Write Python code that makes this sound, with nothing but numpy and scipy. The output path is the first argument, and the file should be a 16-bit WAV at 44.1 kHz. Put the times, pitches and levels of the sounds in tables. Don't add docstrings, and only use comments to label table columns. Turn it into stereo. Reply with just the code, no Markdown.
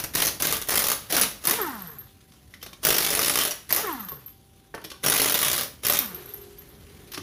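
import sys
import numpy as np
from scipy import signal
from scipy.fft import rfft, irfft, next_fast_len
from scipy.io import wavfile
from scipy.ndimage import uniform_filter1d, map_coordinates

SR = 44100
rng = np.random.default_rng(int(sys.argv[2]) if len(sys.argv) > 2 else 0)


def gain_from_decibels(decibels):
    exponent = np.asarray(decibels, float) / 20
    return 10 ** exponent


def dump_mix(stems):
    frames = np.atleast_2d(stems).T
    limited = np.clip(frames, -1, 1)
    pcm = np.round(limited * 32767).astype(np.int16)
    wavfile.write(sys.argv[1], SR, pcm)


N = 318402

# (opens [s], closes [s], hiss [dB], housing [dB], hiss left while the rotor coasts [dB])
PULLS = [
    (-.1, -0.004, -26.5, -26.5, -54),
    (0.137, 0.278, -24, -27.5, -52),
    (0.397, 0.544, -26, -30, -40),
    (0.673, 0.917, -27, -26, -38.5),
    (1.097, 1.228, -24.5, -25.5, -37),
    (1.439, 1.506, -32.5, -29.5, -26),
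    (2.831, 3.458, -24, -26.5, -45),
    (3.692, 3.8, -34, -29.5, -32.5),
    (5.0313, 5.607, -23, -27, -69),
    (5.834, 5.962, -27, -30, -35.5),
]
# (time [s], peak level [dB])
NUT_1 = [(0.169, -10), (0.2191, -2.5), (0.2688, -3), (0.4223, -1), (.470, -3.5), (.525, -2.5), (.7054, -7),
         (0.7556, -2), (0.7916, -2.5), (0.8406, -5.5), (.885, -0.5), (.917, -3), (1.124, -4), (1.166, -1),
         (1.213, 1), (1.4713, -5), (1.510, -5.5)]
# (time [s], peak level [dB])
NUT_2 = [(2.868, -2), (2.9044, 1), (2.942, -10), (2.9826, 0), (3.023, -9), (3.064, -4), (3.1047, -2),
         (3.150, -4.5), (3.1921, -1.5), (3.2294, -4), (3.260, -5.5), (3.2959, -2.5), (3.3562, 0.5),
         (3.388, -1.5), (3.451, -4), (3.7253, -2), (3.7624, -8)]
# (time [s], peak level [dB])
NUT_3 = [(5.062, -1), (5.099, -0.5), (5.138, -4.5), (5.177, -4.5), (5.217, -2.5), (5.258, -2),
         (5.297, -4.5), (5.343, -2.5), (5.390, -2), (5.448, -2.5), (5.4992, -5.5), (5.5308, -3),
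         (5.5789, -5.5), (5.633, -9), (5.8671, -3.5), (5.898, -1.5), (5.9352, -7), (5.989, -2.5)]
BLOWS = NUT_1 + NUT_2 + NUT_3
# (time [s], peak level [dB], crack share [0-1])
CATCHES = [(0.151, 0, 0.5), (0.201, -1, 0.34), (0.2504, -2, 0.24), (0.4006, -14, 0.34),
           (0.4516, -4.5, 0.13), (0.5058, -9, 0.4), (0.6868, -6, 0.46), (0.7391, -6, 0.3), (0.7744, 0, 0.6),
           (0.8205, -6, 0.6), (0.8679, -1, 0.58), (0.9003, -1, 0.54), (1.099, -25, 0.45),
           (1.1422, -6.5, 0.2), (1.197, -4.5, 0.73), (1.4529, -4.5, 0.7), (1.4968, -1.5, 0.7),
           (2.8502, 1, 0.83), (2.8871, 0.5, 0.33), (2.9249, -1.5, 0.44), (2.965, -3.5, 0.24),
           (3.0044, -2.5, 0.35), (3.045, -7, 0.3), (3.0854, -9, 0.4), (3.1377, -11, 1), (3.172, -4, 0.43),
           (3.2131, -1, 0.07), (3.2463, 0, 0.5), (3.2805, -2, 0.3), (3.3377, -8, 0.62), (3.3732, -2, 0.55),
           (3.4356, -8.5, 1), (3.7057, -11.5, 0.61), (3.7478, -5, 0.5), (5.036, -11.5, 0), (5.082, -5, 0),
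           (5.12, -0.5, 0), (5.1598, -1.7, 0.3), (5.198, -1.5, 0), (5.2386, -5, 0.2), (5.2772, -4, 0.3),
           (5.3223, -5, 0.8), (5.3708, -8, 0.2), (5.4291, -2.5, 0.7), (5.4824, -1, 0.6),
           (5.5147, -2.5, 0.7), (5.5625, -8, 0.4), (5.6103, -6, 0.73), (5.8493, -6.5, 0.7),
           (5.8847, -3, 0.84), (5.9237, -1, 0.5), (5.97, -6, 0.5)]
# (time [s], vane rate [Hz], level [dB])
SPIN_1 = [(1.47, 312.2, -40), (1.535, 435.6, -38.5), (1.57, 486.5, -50), (1.59, 469.5, -36.5),
          (1.65, 345, -37.5), (1.75, 224.9, -43.5), (1.9, 155.3, -50), (2.08, 113.1, -61)]
# (time [s], vane rate [Hz], level [dB])
SPIN_2 = [(3.74, 329, -47), (3.796, 409.7, -41), (3.826, 455.5, -58), (3.845, 440.6, -38.5),
          (3.902, 334, -39.5), (3.997, 221.9, -45), (4.1, 165.5, -53.5), (4.248, 120.4, -62)]
# (time [s], vane rate [Hz], level [dB])
SPIN_3 = [(5.929, 322.6, -45), (5.972, 366, -58), (6.02, 262.5, -42), (6.1, 186.2, -49), (6.3, 117.5, -58)]
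# (frequency [Hz], level per Hz [dB])
HISS = [(1200, -1.5), (2200, -0.5), (3600, 2), (5500, -3), (7500, 3.5), (9000, 0), (11000, 0),
        (14000, -3.5), (16000, -5)]
# (frequency [Hz], level per Hz [dB])
HOUSING = [(60, -58), (130, 7), (250, 4.5), (440, 4.5), (700, 6), (1150, 2), (1900, 3.5), (2800, -14),
           (4500, 2)]
# (frequency [Hz], likeness [0-1])
ALIKE = [(40, 0.6), (80, 0.75), (170, 0.92), (500, 0.82), (1000, 0.26), (2500, 0.19), (12000, 0.04)]


def unit(x):
    return x / np.sqrt(np.mean(x ** 2) + 1e-20)


def along(points, hz):
    f, v = np.transpose(points)
    return np.interp(np.log(hz + 1), np.log(f + 1), v)


def curves(rows):
    s, *cols = np.transpose(rows)
    return [np.interp(np.arange(N) / SR, s, c) for c in cols]


def wobble(rate):
    return map_coordinates(rng.standard_normal(int(N * rate / SR) + 4), [np.arange(N) * rate / SR])


def filtered(x, response):
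    m = next_fast_len(N + SR // 2)
    return irfft(rfft(x, m) * response(np.fft.rfftfreq(m, 1 / SR)), m)[..., :N]


def pair(a, hz):
    turn = np.arccos(np.clip(along(ALIKE, hz), 0, 1)) / 2
    same, apart = np.cos(turn) * a[0], np.sin(turn) * a[1]
    return np.array([same + apart, same - apart])


def noise(spectrum):
    m = next_fast_len(N)
    hz = np.fft.rfftfreq(m, 1 / SR)
    gain = gain_from_decibels(along(spectrum, hz)) * np.minimum(hz / spectrum[0][0], 1) ** 2
    both = pair(rfft(rng.standard_normal((2, m))), hz)
    return unit(irfft(both * gain, m)[:, :N])


def even(x):
    power = uniform_filter1d(np.mean(x ** 2, 0), size=60)
    return x / np.sqrt(np.abs(power) + .05)


def patchy(x, depth_db):
    z = signal.stft(x, nperseg=256)[2]
    field = uniform_filter1d(rng.standard_normal(z.shape[1:]), size=5, axis=0)
    field = uniform_filter1d(field, size=12, axis=1)
    gain = gain_from_decibels(depth_db * unit(field) - 0.51 * depth_db ** 2)
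    return signal.istft(z * gain, nperseg=256)[1][:, :N]


def strikes(times, levels_db, t60, rise):
    t = np.arange(int(t60 * SR) + 8) / SR
    marks = np.bincount(np.clip(np.round(times * SR).astype(int), 0, N - 1), gain_from_decibels(levels_db), N)
    shape = gain_from_decibels(-60 * t / t60) * (1 - np.exp(-t / rise))
    return np.abs(signal.fftconvolve(marks, shape)[:N])


def ringing(times, levels_db, modes, scatter_db, detune, size):
    out, t = np.zeros((2, N + size)), np.arange(size) / SR
    hz, level, t60 = np.transpose(modes)[:, :, None]
    apart = 1 - along(ALIKE, hz)
    for s, db in zip(times, levels_db):
        a, b, left, right = rng.standard_normal((len(modes), 4)).T[:, :, None]
        fade = gain_from_decibels(db + level + scatter_db * a - 60 * t / t60)
        angle = 2 * np.pi * hz * (1 + detune * b) * t
        heard = [np.sum(fade * np.sin(angle + 2 * apart * p), 0) for p in (left, right)]
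        out[:, round(s * SR):][:, :size] += heard
    return out[:, :N]


def room(x):
    # (frequency [Hz], t60 [s])
    decay = [(150, 0.49), (1000, 0.4), (4000, 0.35), (12000, 0.31)]
    out, step = np.zeros((2, N + 2 * SR)), SR // 3
    for a in range(0, N, step):
        hz, t, z = signal.stft(rng.standard_normal((2, SR * 2 // 3)), SR, nperseg=256)
        fade = gain_from_decibels(-60 * t / along(decay, hz)[:, None])
        tail = signal.istft(pair(z, hz[:, None]) * fade, SR, nperseg=256)[1]
        wet = signal.fftconvolve(x[None, a:a + step], tail / np.linalg.norm(tail[0]), axes=1)
        out[:, a + 200:a + 200 + wet.shape[1]] += wet
    return out[:, :N]


def ports(x, lag, tilt_db):
    side = np.array([[-.5], [.5]])

    def response(f):
        return np.exp(2j * np.pi * f * side * lag / SR) * gain_from_decibels(side * along(tilt_db, f))
    return filtered(x, response)


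def shop():
    # (frequency [Hz], level per Hz [dB])
    rumble = [(25, -30), (50, 4.5), (80, 3), (345, -8.5), (378, -20.5), (583, -14.5), (723, -26),
              (781, -12.5), (857, -30), (1000, -18), (1300, -42), (2200, -120)]
    # (time [s], level [dB])
    loudness = [(0, -47), (2.3, -55.5), (2.7, -54), (4.5, -57.5), (5.4, -54.5), (6.3, -53.5), (6.8, -51),
                (7.22, -52)]
    level_db, = curves(loudness)
    return gain_from_decibels(level_db + 1.3 * wobble(1.94)) * noise(rumble) * gain_from_decibels([[-1.2], [1.2]])


def road():
    # (time [s], level [dB])
    passing = [
        (5.9, -73),
        (6.1, -50.5),
        (6.42, -53),
        (6.52, -61),
        (7.22, -57.5),
    ]
    rush = noise([(200, -9.5), (420, 6.5), (600, -7), (1400, -6), (2200, -11), (4000, -51.5)])
    return gain_from_decibels(curves(passing)[0] + 1.5 * wobble(7.3)) * rush


def far():
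    # (time [s], pitch [Hz], level [dB])
    machine = [(0, 376, -84), (1.9, 387.6, -68), (2.25, 386, -73), (2.45, 366, -71.5), (2.7, 352, -97),
               (4.05, 391.6, -72.5), (5, 390, -67), (6.95, 373, -99), (7.1, 376, -78), (7.22, 385, -78)]
    # (time [s], low tone level [dB], high tone level [dB])
    horn = [(6.08, -79, -83), (6.13, -51.5, -73), (6.3, -60.5, -52), (6.47, -55, -49.5), (6.56, -64, -54),
            (6.72, -71, -62.5), (7.04, -64.5, -62), (7.22, -56, -63)]
    hz, db = curves(machine)
    turn = 2 * np.pi * np.cumsum(hz) / SR
    overtones = ((1, 2.0), (2, 2.5), (3, -22))  # (multiple, dB)
    whine = sum(gain_from_decibels(db + level + 1.1 * wobble(4.7)) * np.sin(k * turn) for k, level in overtones)
    low_db, high_db = curves(horn)
    t = 2 * np.pi * np.arange(N) / SR

    def tone(f, level_db, second_db):
        wave = np.sin(f * t) + gain_from_decibels(second_db) * np.sin(2 * f * t)
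        return gain_from_decibels(level_db + 1.7 * wobble(20)) * wave
    return whine + tone(361, low_db + 4.0, -13.0) + tone(404, high_db + 2.0, -35)


def taps():
    # (time [s], peak level [dB], pitch [Hz], t60 [s])
    touches = [(2.539, -30, 1980, 0.014), (2.547, -55, 1850, .05), (2.627, -39, 3120, 0.034),
               (2.731, -40, 3680, .06), (4.118, -36, 1090, 0.045), (4.742, -37, 1900, .012),
               (4.746, -27, 1120, 0.014), (4.779, -41, 1280, 0.01), (4.815, -47, 1510, .015),
               (4.847, -33, 5500, 0.082), (4.902, -34, 3650, .04), (7.176, -42, 795, 0.0088)]
    ring = 0
    for s, db, hz, t60 in touches:
        ring = ring + ringing([s], [db], [(hz, 0, t60)], scatter_db=0.5, detune=0, size=4000)
    s, db = np.transpose(touches)[:2]
    tick = strikes(s, db - 18.0, 0.0032, .0002)
    return ring + tick * noise([(600, -8), (2000, 0.5), (5000, -7), (12000, -18)])


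def knocks():
    # (time [s], rim peak level [dB], thud relative to rim [dB], click level [dB])
    contacts = [(2.319, -48, -16, -47), (2.336, -42, -21, -52), (2.5386, -43, -27, -39),
                (2.548, -44, -18, -60), (2.615, -54, -8, -42), (2.627, -28.5, -3.5, -29),
                (2.662, -28.5, 3.5, -31.5), (2.73, -33, -3, -35), (4.085, -31, -9, -35.5),
                (4.119, -34, 7.5, -43), (4.279, -43, -17, -49), (4.741, -20.5, 4.5, -49.5),
                (4.746, -25.5, -12, -34), (4.778, -22.5, -10, -51), (4.814, -52, -11, -43),
                (4.841, -36, 4, -35), (4.846, -32, 5, -31), (4.901, -57, -1, -31), (4.915, -26, -3, -31.5),
                (6.144, -42, -1, -38), (6.341, -38.5, -3, -43), (7.118, -35, -9, -33.5),
                (7.135, -34, -9, -30.5), (7.144, -31, -9, -28), (7.175, -20, 1.5, -27.5)]
    # (frequency [Hz], level [dB], t60 [s])
    rim_modes = [(830, 0, 0.013), (1135, 0.5, 0.055), (1410, -26, 0.044), (1840, -28, 0.025),
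                 (1940, -25, 0.037), (3030, -25, 0.045)]
    # (frequency [Hz], level [dB], t60 [s])
    clink_modes = [(1910, -16, 0.061), (3094, 4, 0.044), (3570, -2, 0.073), (5400, -3, 0.1)]
    s, db, thud_db, click_db = np.transpose(contacts)
    rim = ringing(s, db - 17, rim_modes, scatter_db=5.0, detune=0.028, size=5000)
    thud = strikes(s, db + thud_db - 7.5, 0.053, 0.0039)
    thud = thud * noise([(120, -9), (250, -7), (420, -2.5), (650, -11.5), (1100, -44)])
    burst = strikes(s, db - 3.5, 0.025, 0.0021)
    burst = burst * noise([(450, -29), (800, -3), (1500, 2.0), (2300, -8), (4000, -29)])
    clink = ringing(s, click_db - 14.5, clink_modes, scatter_db=3.5, detune=0.01, size=5000)
    click = strikes(s, click_db + 3.0, 0.045, 0.0019)
    click = click * noise([(1800, -3), (3000, 1.5), (5600, 0.5), (11000, -3.5), (16000, -13.5)])
    return rim + thud + burst + clink + click


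def socket():
    # (time [s], peak level [dB], ring share [0-1])
    tinks = [(1.615, -11, 0.2), (1.636, -27, 0.2), (1.651, -24, .1), (1.667, -19, 0.2), (1.693, -19, 0.23),
             (1.752, -23, 0.27), (1.792, -25, .1), (1.8203, -14.5, 0), (1.845, -32, .1), (1.8726, -23, 0.4),
             (1.903, -23, 0.3), (1.915, -30, .4), (1.9524, -37, 0.23), (1.9856, -29, 0.7),
             (1.992, -29, 0.86), (2.627, -24.5, 0.36), (3.87, -12, 0), (3.927, -14, .1), (3.936, -19, 0),
             (3.997, -19, 0), (4.005, -15, 0), (4.048, -23, 0.34), (4.087, -23, 0.5), (4.094, -14, 0.28),
             (4.118, -17, 0.16), (4.136, -32, 0.14), (4.2408, -39, .05), (4.261, -25.5, 0.47),
             (4.84, -28, 0.28), (6.046, -24, 0.3), (6.059, -14, .05), (6.146, -20.5, 0.44),
             (6.225, -33, .3), (6.259, -27, 0.28), (6.29, -26, 0.4), (6.338, -16.5, 0.3), (6.415, -32, 0.4),
             (6.585, -31, 0.4), (6.69, -40, 0.4), (7.1185, -26.5, 0.53)]
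    # (frequency [Hz], level [dB], t60 [s])
    tube_modes = [(12300, -3, .04), (12480, -6, .05), (12690, -6, .1), (12790, -1, .14), (13000, -6, .03),
                  (9600, -22, .12)]
    chatter_s, chatter_db = .009, -19
    loose_s, loose_db = .09, -4.5
    s, db, ring = np.transpose(tinks)
    s = np.append(s, s + chatter_s * rng.uniform(.6, 1.7, len(s)))
    db = np.append(db, db + chatter_db)
    ring = np.tile(np.clip(ring, .02, .98), 2)
    tube = ringing(s, db + 20 * np.log10(ring) - 2.0, tube_modes, scatter_db=2.5, detune=0.002, size=6000)
    at, size_db = np.transpose(BLOWS)
    free = [SPIN_1[0][0], SPIN_2[0][0], SPIN_3[0][0]]
    loose = np.min(abs(at[:, None] - free), axis=1) < loose_s
    snap = strikes(at[loose], size_db[loose] + loose_db, 0.024, 0.00043)
    snap = snap + strikes(s, db - 2.5, 0.017, 0.0014)
    return tube + snap * noise([(5000, -33), (9500, -30), (12700, 19), (15500, 1)])


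def motor():
    # (frequency [Hz], level [dB])
    exhaust = [(120, -1), (250, -2), (450, -1), (620, -17), (820, 0), (1050, 3), (1300, 0), (1550, -8),
               (1850, -4), (2400, -16), (4000, -45)]
    # loss per overtone [dB], run by run
    muffled = [0, 0, -1]
    first_db, second_db = 4.5, -11.5
    order_tilt_db, slow_db, breath_db = 0.73, -1.53, -6
    out = np.zeros(N)
    puffs = noise([(500, -33), (1000, 0.0), (1800, 6.0), (2400, -21), (4000, -47)])[1]
    for spin, muffled_db in zip((SPIN_1, SPIN_2, SPIN_3), muffled):
        s, rate, level_db = np.transpose(spin)
        a, b = round(s[0] * SR), round(s[-1] * SR)
        t = np.arange(a, b) / SR
        hz = 1 / np.interp(t, s, 1 / rate)
        slowing = np.log2(500 / hz)
        on = np.clip(np.minimum(t - s[0], s[-1] - t) / 0.0067, 0, 1)
        turn = 2 * np.pi * np.cumsum(hz * (1 + 0.0044 * wobble(60)[a:b])) / SR
        slope_db = order_tilt_db + muffled_db + slow_db * slowing
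        orders = 0
        for k in range(1, 13):
            order_db = along(exhaust, k * hz) + slope_db * k
            order_db = order_db + first_db * (k == 1) + second_db * (k == 2) * slowing
            order_db = order_db + (2.2 + .4 * k) * wobble(50)[a:b]
            orders = orders + gain_from_decibels(order_db) * np.sin(k * turn + k * k * 0.29)
        throb = 1 + 0.28 * np.sin(turn / 6)
        breath = gain_from_decibels(breath_db) * (1 + np.cos(turn)) * puffs[a:b]
        out[a:b] = on * gain_from_decibels(np.interp(t, s, level_db) + 1.5) * throb * (orders + breath)
    return out


def air():
    # (time [s], level [dB])
    leak = [(0, -71), (2.3, -56), (2.7, -56), (3.7, -55), (4.4, -59), (4.8, -57), (6.1, -53), (6.44, -49),
            (6.6, -51.5), (7.1, -50), (7.22, -53)]
    open_s, creep_s, creep_db = 0.024, .014, -27
    surge_db, surge_s, housing_surge = 2, 0.094, 2.8
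    shut_db_per_s, coast_db_per_s, housing_coast_db = 323, 66.5, -8
    opens, closes, hiss_db, body_db, coast_db = np.transpose(PULLS)[:, :, None]
    t = np.arange(N) / SR
    since, after = np.maximum(t - opens, 0), np.maximum(t - closes, 0)
    on = np.minimum(since / open_s, 1) + gain_from_decibels(creep_db) * np.clip(1 + (t - opens) / creep_s, 0, 1)
    surge = surge_db * np.exp(-since / surge_s)
    driven = on * gain_from_decibels(surge - shut_db_per_s * after)
    coast = on * gain_from_decibels(coast_db - coast_db_per_s * after)
    hiss = np.sum(gain_from_decibels(hiss_db) * driven + coast, 0) + gain_from_decibels(curves(leak)[0])
    body = gain_from_decibels(body_db + housing_surge * surge) * driven
    body = np.sum(body + gain_from_decibels(housing_coast_db) * coast, 0)
    shake = 2 * wobble(100) + 1.2 * wobble(400)
    rush = hiss * unit(gain_from_decibels(shake) * noise(HISS))
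    rattle = body * unit(gain_from_decibels(0.88 * shake) * noise(HOUSING))
    return rush + rattle


def lull():
    lull_s, blow_db, catch_db = .009, -17, -6
    ramp = np.linspace(0, 1, round(lull_s * SR)) ** .5

    def before(s):
        starts = np.round((s - lull_s) * SR).astype(int)
        return np.convolve(np.bincount(starts, minlength=N), ramp)[:N]
    return gain_from_decibels(blow_db * before(np.transpose(BLOWS)[0]) + catch_db * before(np.transpose(CATCHES)[0]))


def hammer():
    # (time [s], peak level [dB])
    slips = [(0.039, -7.5), (.567, -9.5), (.616, -10), (1.227, -1.5), (1.536, -9), (2.853, -13),
             (0.407, -15), (1.109, -13), (1.181, -13), (3.1311, -1), (3.402, -11), (5.36, -11),
             (3.414, -13), (3.475, -8.5), (3.509, -6), (3.781, -14), (3.811, -13), (5.049, -8), (5.147, -4),
             (5.416, -6), (5.463, -6)]
    # (frequency [Hz], level per Hz [dB])
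    crack_colour = [(800, -31), (2000, -0.5), (4000, -11.5), (7000, 5), (11000, -4), (14000, 6), (16000, 2)]
    # (frequency [Hz], level [dB], t60 [s])
    steel_modes = [(592, -9, 0.14), (1179, 1.5, 0.043), (2000, 2.5, 0.03), (3000, -6, 0.095),
                   (3670, 1, 0.052), (5540, 3.5, 0.051), (10160, 10.5, 0.02), (10950, 9.5, 0.049),
                   (13000, -16, 0.024)]
    # (frequency [Hz], level [dB], t60 [s])
    wheel_modes = [(443.6, -20.5, 0.038)]
    thump_db = [5, 0, 0.5, -1.5, -5, -4.5, 1, -5, 1, -4.5]
    steel_db = [-4, -2, -1.5]
    boom_db = [-6.5, -1, -3.5]
    sharp_blow, sharp_slip, sharp_valve = 0.63, 0.44, 0.27
    catch_offset_db, valve_db = -0.5, -14.5
    loosen_db_per_s = 14.5
    at, size_db = np.transpose(BLOWS)
    catch, catch_db, catch_sharp = np.transpose(CATCHES)
    slip, slip_db = np.transpose(slips)
    valve = np.array(PULLS)[1:, 0]
    s = np.concatenate([at, catch, slip, valve])
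    db = np.concatenate([size_db, catch_db + catch_offset_db, slip_db, valve_db + 0 * valve])
    sharp = [sharp_blow + 0 * at, catch_sharp, sharp_slip + 0 * slip, sharp_valve + 0 * valve]
    sharp = np.clip(np.concatenate(sharp), .02, .98)

    crack = strikes(s, db + 20 * np.log10(sharp) + 3.0, 0.0105, 0.0003) * even(noise(crack_colour))
    scrape = strikes(s, db + 20 * np.log10(1 - sharp) + 1.0, 0.05, 0.012)
    scrape = scrape * gain_from_decibels(4.27 * wobble(500)) * noise(HISS)

    pull_start = np.append(0, valve)[np.digitize(s, valve)]
    tight_db = db + np.take(thump_db, np.digitize(s + .005, valve)) - loosen_db_per_s * (s - pull_start)
    nut = np.digitize(s, [PULLS[6][0], PULLS[8][0]])
    boom = ringing(s, tight_db + np.take(boom_db, nut), wheel_modes, scatter_db=2.0, detune=0.06, size=3000)
    thump = strikes(s, tight_db - 17 + 2.0 * rng.standard_normal(len(s)), 0.049, 0.0027) * noise(HOUSING)
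    steel = ringing(s, db - 25.5 + np.take(steel_db, nut), steel_modes, scatter_db=4, detune=0.03, size=3000)
    tyre = strikes(s, tight_db - 30.5, 0.035, 0.002)
    tyre = tyre * noise([(70, 2.0), (130, -8.5), (220, -8.5), (330, 0.0), (500, -29)])
    return crack + scrape + boom + thump + tyre + steel


def scene():
    tool = lull() * patchy(hammer() + air(), depth_db=1.8)
    clatter = tool + socket() + knocks() + taps()
    whirr = motor()
    hall = room(clatter[1] + gain_from_decibels(-8) * whirr)
    heard = gain_from_decibels(-1.0) * clatter + whirr + gain_from_decibels(-6.5) * hall
    tilt_db = [(200, 1.6), (1000, 2.6), (2000, 3.5), (4000, 3.0), (8000, 3.3), (13000, 5.0)]
    near = ports(heard, lag=5.33, tilt_db=tilt_db)
    outside = far() * gain_from_decibels([[.6], [-.6]])
    return near + outside + shop() + road()


def top_cut(x):
    return signal.sosfilt(signal.butter(12, 16640, fs=SR, output="sos"), x)


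def record(dry):
    # (frequency [Hz], level [dB])
    mic = [(6000, 1), (7500, -9), (8400, -8.5), (9200, -2.5), (10000, 0.5), (15300, 0), (15900, -36),
           (16600, -55)]
    mix = np.clip(filtered(dry, lambda f: gain_from_decibels(along(mic, f))), -1, 1)
    return top_cut(mix)


dry = scene()
out = record(dry)
dump_mix(out)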